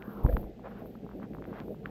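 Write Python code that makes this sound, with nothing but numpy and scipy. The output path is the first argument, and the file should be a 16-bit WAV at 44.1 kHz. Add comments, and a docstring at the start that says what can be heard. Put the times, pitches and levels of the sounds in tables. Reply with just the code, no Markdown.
"""A rabbit in a hutch lined with dry hay, right beside a muffled microphone, over a faint room hum.
It opens with a soft hiss; the bedding shuffles, and a thin, very high fizz follows the movement on the left.
A stalk snaps, a paw knocks, and a quarter second in it hops round: its feet thud and the hutch shakes.
After a brief lull it noses about: stalks slide past each other and snap, and from one second on
its paws knock lightly on the floor again and set it droning."""
import sys
import numpy as np
from scipy import signal
from scipy.fft import rfft, irfft
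from scipy.io import wavfile

SR = 44100
rng = np.random.default_rng(int(sys.argv[2]) if len(sys.argv) > 2 else 0)


def persist_wave(psi):
    """Save psi, clipped to +-1, as 16-bit WAV."""
    counts = np.round(np.clip(psi, -1, 1) * 32767).astype(np.int16)
    wavfile.write(sys.argv[1], SR, np.atleast_2d(counts).T)


N = 83790
TIME = np.arange(N) / SR
FREQ_HZ = np.fft.rfftfreq(N, 1 / SR)

# air of the room behind the hutch: freq_hz, gain_db
ROOM_SPECTRUM = [(20, -11), (55, 17), (90, -8.5), (200, 6.5), (450, 0), (800, -21.5), (1500, -17.5),
                 (3000, -21), (5000, -29.5), (8000, -37.5), (10500, -46.5), (16000, -74)]
# hum in the room: pitch_hz, level_db
HUM_LINES = [(54, -68), (119.5, -58.5)]
# how hard the body presses and shifts the bedding: time_s, level_db
BEDDING_PRESSURE = [(0, -47), (.14, -43), (.22, -42.5), (.255, -34.5), (.30, -37.5), (.35, -38),
                    (.41, -39.5), (.485, -47), (.53, -56.5), (.61, -45.5), (.66, -45.5), (.77, -46),
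                    (.84, -41.5), (.92, -47.5), (1.0, -49), (1.045, -41.5), (1.125, -50), (1.16, -39),
                    (1.2, -43), (1.25, -47.5), (1.33, -44), (1.42, -41), (1.455, -47.5), (1.49, -37.5),
                    (1.57, -47), (1.65, -42), (1.71, -38.5), (1.765, -48), (1.9, -47)]
# bedding pressed lightly, and pressed hard: freq_hz, gain_db
LIGHT_SPECTRUM = [(40, -32), (100, -26.5), (150, -5), (205, 5), (300, -7.5), (450, -2.5), (600, -13),
                  (780, -14), (950, -31.5), (1600, -61)]
HARD_SPECTRUM = [(40, -30), (100, 10), (150, -2), (205, 1), (300, 8.5), (450, -2.5), (600, -1.5),
                 (780, -15), (1000, -27), (1600, -77)]
# soft band of hiss at the opening: time_s, level_db, upper_edge_hz
OPENING_HISS_PATH = [(0, -62.5, 1680), (.07, -60.5, 1740), (.15, -56.5, 1510), (.23, -54.5, 1360),
                     (.32, -50, 790), (.40, -54.5, 943), (.52, -52.5, 730), (.62, -83, 840)]
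# rise and fall of the high fizz: time_s, relative_db
FIZZ_CONTOUR = [(0.0, -68), (0.036, -77), (0.094, -68), (0.226, -70.5), (0.258, -60.5), (0.402, -61),
                (0.492, -85), (0.666, -86), (0.688, -77), (0.756, -82.5), (0.798, -71.5), (0.82, -80),
                (0.862, -70.5), (1.01, -85.5), (1.158, -77.5), (1.29, -86), (1.344, -76), (1.438, -85.5),
                (1.496, -75), (1.576, -78), (1.704, -71.5), (1.84, -86), (1.856, -79), (1.9, -77)]
# colour of the fizz: freq_hz, gain_db
FIZZ_SPECTRUM = [(9500, -54), (10800, -25), (11400, -10), (12000, 2.5), (13000, 1), (14200, -3.5),
                 (15800, -11.5)]
# sharp crackles within the fizz: start_s, level_db
FIZZ_CRACKLES = [(.132, -62), (.536, -72), (.695, -70), (.792, -62), (1.083, -71), (1.170, -70),
                 (1.228, -68), (1.345, -68), (1.412, -69), (1.498, -64), (1.856, -64)]
# stalks snapping, and a brighter resonance of the two loudest: peak_s, level_db, pitch_hz, width_octaves
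STALK_SNAPS = [(.0238, -33.5, 1840, 0.52), (0.2647, -28.5, 1070, 0.49), (0.2894, -39, 1450, 0.41),
               (.327, -42, 1300, 0.2), (.3688, -21, 996, 0.58), (.4421, -41.5, 820, 0.46),
               (.5956, -40.5, 720, 0.46), (0.8584, -42, 935, 0.54), (.9535, -45, 1050, 0.32),
               (0.9558, -44.5, 1170, 0.41), (1.0651, -41, 910, 0.42), (1.0921, -41, 1070, 0.37),
               (1.1144, -41.5, 990, 0.46), (1.2002, -43.5, 1000, 0.47), (1.2301, -36.5, 1090, 0.48),
               (1.3353, -43, 1400, 0.66), (1.3494, -35, 940, 0.63), (1.3691, -42, 930, 0.42),
               (1.3856, -39.5, 930, 0.42), (1.4237, -36.5, 1130, .55), (1.442, -40.5, 1480, 0.68),
               (1.4541, -36.5, 1170, 0.61), (1.5301, -34, 950, 0.46), (1.6022, -32, 1270, 0.95),
               (1.6831, -43, 840, .45), (1.7459, -44.5, 900, .45), (1.8587, -26, 1530, 0.28)]
STALK_OVERTONES = [(.3688, -46, 3260, 0.29), (1.8591, -38, 2620, 0.29)]
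# light knocks of paws on the floor: start_s, strength_db, pitch_hz
PAW_KNOCKS = [(0.079, -20.5, 222), (0.594, -38, 310), (1.045, -22, 212), (1.150, -30, 258),
              (1.239, -25, 228), (1.265, -27, 163), (1.482, -23, 220), (1.614, -26.5, 270),
              (1.696, -32, 227), (1.714, -26, 297), (1.843, -30, 202), (1.870, -31, 280)]
# the floor droning under shuffling paws: peak_s, rise_s, fall_s, level_db
DRONE_SWELLS = [(.35, 0.11, .04, -45), (1.29, .09, 0.17, -51), (1.62, 0.035, 0.24, -48.5)]
# colour of the drone: freq_hz, gain_db
DRONE_SPECTRUM = [(80, -31), (130, -1), (160, 7), (215, -8.5), (270, -22), (500, -56.5)]
# loose hay sliding along the fur: peak_s, rise_s, fall_s, level_db, tilt_db_per_octave
HAY_SWISHES = [(.113, 0.017, 0.013, -65.5, 6), (.29, 0.11, 0.1, -65, 8), (0.329, 0.0014, 0.0039, -52.5, 4),
               (.662, 0.016, 0.02, -46, -1.5), (.715, 0.0098, 0.011, -53, 0.5), (0.794, .04, 0.027, -54, 1),
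               (1.115, 0.011, 0.023, -54, -3), (1.231, 0.01, 0.017, -48, -1.5),
               (1.535, 0.058, .02, -58.5, 2), (1.578, 0.025, 0.035, -48.5, 1), (1.87, .02, .06, -57, 1.5)]
# colour of the sliding hay: freq_hz, gain_db
SWISH_SPECTRUM = [(200, -14.5), (500, 8), (1000, 4), (1600, -1.5), (2400, -12.5), (3500, -20), (5000, -32),
                  (7000, -51), (10000, -72)]
# paws scuffing hollowly on the floor: peak_s, half_length_s, level_db, pitch_hz
PAW_SCUFFS = [(0.249, 0.0032, -35, 850), (0.294, 0.022, -36, 558), (0.364, 0.014, -39.5, 422),
              (0.296, 0.0043, -52, 1610), (0.497, 0.014, -42.5, 343), (0.661, .016, -48.5, 537),
              (0.666, 0.01, -47.5, 1000), (0.838, 0.022, -49, 656), (1.709, 0.014, -39.5, 462),
              (1.858, 0.0082, -53.5, 1190)]
# feet landing on the floor: peak_s, strength_db, pitch_hz, width_octaves
FOOT_THUDS = [(.2505, -9, 55, 1), (.297, -22.5, 44.3, 0.88), (.339, -16, 52, 0.7), (.371, -23, 43.3, 1.36),
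              (.431, -29, 68.5, 1.61), (.476, -45, 50, 0.21)]
# the hutch shaking under the hop: peak_s, rise_s, fall_s, level_db
SHAKE_SWELLS = [(.335, 0.019, 0.09, -34)]
# colour of the shaking: freq_hz, gain_db
SHAKE_SPECTRUM = [(15, -14), (35, 11), (60, -4.5), (100, -14), (160, -13.5), (260, -47), (600, -77)]


def amp(db):
    """Decibels to gain."""
    return 10 ** (np.asarray(db) / 20)


def unit(x):
    """Scales to rms 1."""
    return x / np.sqrt(np.mean(x ** 2) + 1e-20)


def curve(rows, column=1):
    """One column of a time table, joined by straight lines."""
    rows = np.array(rows)
    return np.interp(TIME, rows[:, 0], rows[:, column])


def colour(x, spectrum):
    """Gives x a spectrum, at rms 1."""
    hz, db = np.transpose(spectrum)
    gain = amp(np.interp(np.log(FREQ_HZ + 1), np.log(hz), db))
    return unit(irfft(rfft(x) * gain, N))


def drift(rate_hz):
    """Slow random motion of rms 1."""
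    return unit(irfft(rfft(rng.standard_normal(N)) * np.exp(-(FREQ_HZ / rate_hz) ** 2), N))


def grains(per_s, spread_db):
    """Tiny slips of stalk on stalk: random clicks of uneven size."""
    size = amp(spread_db * np.minimum(rng.exponential(1, N), 4))
    return size * rng.choice([-1., 1.], N) * (rng.random(N) < per_s / SR)


def bell(pitch_hz, octaves):
    """A bell of frequencies around a pitch."""
    return np.exp(-.5 * (np.log2((FREQ_HZ + 1e-6) / pitch_hz) / octaves) ** 2)


def blips(rows, turn):
    """Pulses of a cycle or two; a real turn scales a push, an imaginary one makes a two-way swing."""
    spectrum = 0
    for peak_s, db, hz, octaves in rows:
        band = bell(hz, octaves)
        spectrum += amp(db) * band / band.sum() * np.exp(-2j * np.pi * FREQ_HZ * peak_s)
    return irfft(spectrum * turn, N) * N / 2


def swells(rows):
    """Level of smooth swells, each with its own rise and fall."""
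    power = 0
    for peak_s, rise_s, fall_s, db in rows:
        width_s = np.where(TIME < peak_s, rise_s, fall_s)
        power += amp(db) ** 2 * np.exp(-((TIME - peak_s) / width_s) ** 2)
    return np.sqrt(power)


def room(air_db=-53.5, waver=0.083):
    """Steady dull air and two wavering hum lines, behind the hutch."""
    hum = 0
    for hz, db in HUM_LINES:
        level = amp(db) * np.sqrt(2) * (1 + waver * drift(rate_hz=9.9))
        hum += level * np.sin(2 * np.pi * (hz * TIME + rng.random()))
    return hum + amp(air_db) * colour(rng.standard_normal(N), ROOM_SPECTRUM)


def bedding(light_db=-47.5, hard_db=-33):
    """Muffled crunch of packed hay beside the microphone; its colour shifts under more weight."""
    level_db = curve(BEDDING_PRESSURE)
    slips = grains(per_s=1800, spread_db=2.5)
    weight = np.clip((level_db - light_db) / (hard_db - light_db), 0, 1)
    crunch = (1 - weight) * colour(slips, LIGHT_SPECTRUM) + weight * colour(slips, HARD_SPECTRUM)
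    return amp(level_db) * crunch


def opening_hiss(low_hz=675):
    """A soft band of hiss at the opening, its steep upper edge sliding down as it swells and fades."""
    hz, frame_s, noise = signal.stft(rng.standard_normal(N), SR, nperseg=512)
    hz = hz[:, None]
    edge_hz = np.interp(frame_s, TIME, curve(OPENING_HISS_PATH, column=2))
    lowpass = 1 / (1 + (hz / edge_hz) ** 24)
    highpass = hz ** 2 / (hz ** 2 + low_hz ** 2)
    hiss = signal.istft(noise * lowpass * highpass, SR)[1][:N]
    return amp(curve(OPENING_HISS_PATH)) * unit(hiss)


def fizz(gain_db=6.5, flutter_db=2, crackle_decay_s=0.0025):
    """Very high, fluttering fizz that comes and goes with the movement, with a few sharp crackles."""
    level = amp(curve(FIZZ_CONTOUR) + gain_db + flutter_db * drift(rate_hz=51))
    for start_s, db in FIZZ_CRACKLES:
        level += amp(db) * (TIME >= start_s) * np.exp(-abs(TIME - start_s) / crackle_decay_s)
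    return level * colour(grains(per_s=6000, spread_db=2.5), FIZZ_SPECTRUM)


def snaps():
    """Dry stalks give way almost without ringing; the loudest have a brighter overtone."""
    return blips(STALK_SNAPS + STALK_OVERTONES, turn=1j)


def knocks(rise_s=0.0012, decay_s=0.0033, low_hz=139):
    """Each paw sets the floor ringing briefly; shuffling keeps it droning."""
    rings = np.zeros(N)
    for start_s, db, hz in PAW_KNOCKS:
        age_s = np.maximum(TIME - start_s, 0)
        envelope = (1 - np.exp(-age_s / rise_s)) * np.exp(-age_s / decay_s)
        rings += amp(db) * envelope * np.sin(2 * np.pi * hz * age_s)
    low_cut = signal.butter(2, low_hz, "highpass", fs=SR, output="sos")
    drone = swells(DRONE_SWELLS) * colour(rng.standard_normal(N), DRONE_SPECTRUM)
    return signal.sosfilt(low_cut, rings) + drone


def swishes():
    """Loose stalks slide along the fur in short swells of fine grains, some brighter than others."""
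    slips = grains(per_s=3000, spread_db=0)
    out = 0
    for *swell, tilt in HAY_SWISHES:
        tilted = [(hz, db + tilt * np.log2(hz)) for hz, db in SWISH_SPECTRUM]
        out += swells([swell]) * colour(slips, tilted)
    return out


def scuffs():
    """Short rubs of paw on floor, each through one hollow resonance."""
    out = 0
    for peak_s, half_s, db, hz in PAW_SCUFFS:
        rub = irfft(rfft(rng.standard_normal(N)) * bell(hz, octaves=0.23), N)
        out += swells([(peak_s, half_s, half_s, db)]) * unit(rub)
    return out


def thuds(rebound_s=0.011, rebound_db=-5, dulling_s=0.0058):
    """Each landing pushes the floor, which springs back more softly; the hutch shakes under the hop."""
    push = blips(FOOT_THUDS, turn=0.94)
    delay = np.exp(-2j * np.pi * FREQ_HZ * rebound_s)
    dulling = np.exp(-(FREQ_HZ * dulling_s) ** 2)
    rebound = amp(rebound_db) * irfft(rfft(push) * delay * dulling, N)
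    shake = swells(SHAKE_SWELLS) * colour(rng.standard_normal(N), SHAKE_SPECTRUM)
    return push - rebound + shake


def scene(fizz_right_db=-38):
    """From the microphone, everything sits in the centre except the fizz, far to the left."""
    centre = thuds() + knocks() + snaps() + bedding() + scuffs() + swishes() + opening_hiss() + room()
    return centre + fizz() * amp([[0], [fizz_right_db]])


def record(dry):
    """The recorder's band limit."""
    edge_hz = 15850
    lowpass = signal.firwin(511, edge_hz, window=("kaiser", 9), fs=SR)
    return signal.oaconvolve(dry, lowpass[None], "same")


dry = scene()
out = record(dry)
persist_wave(out)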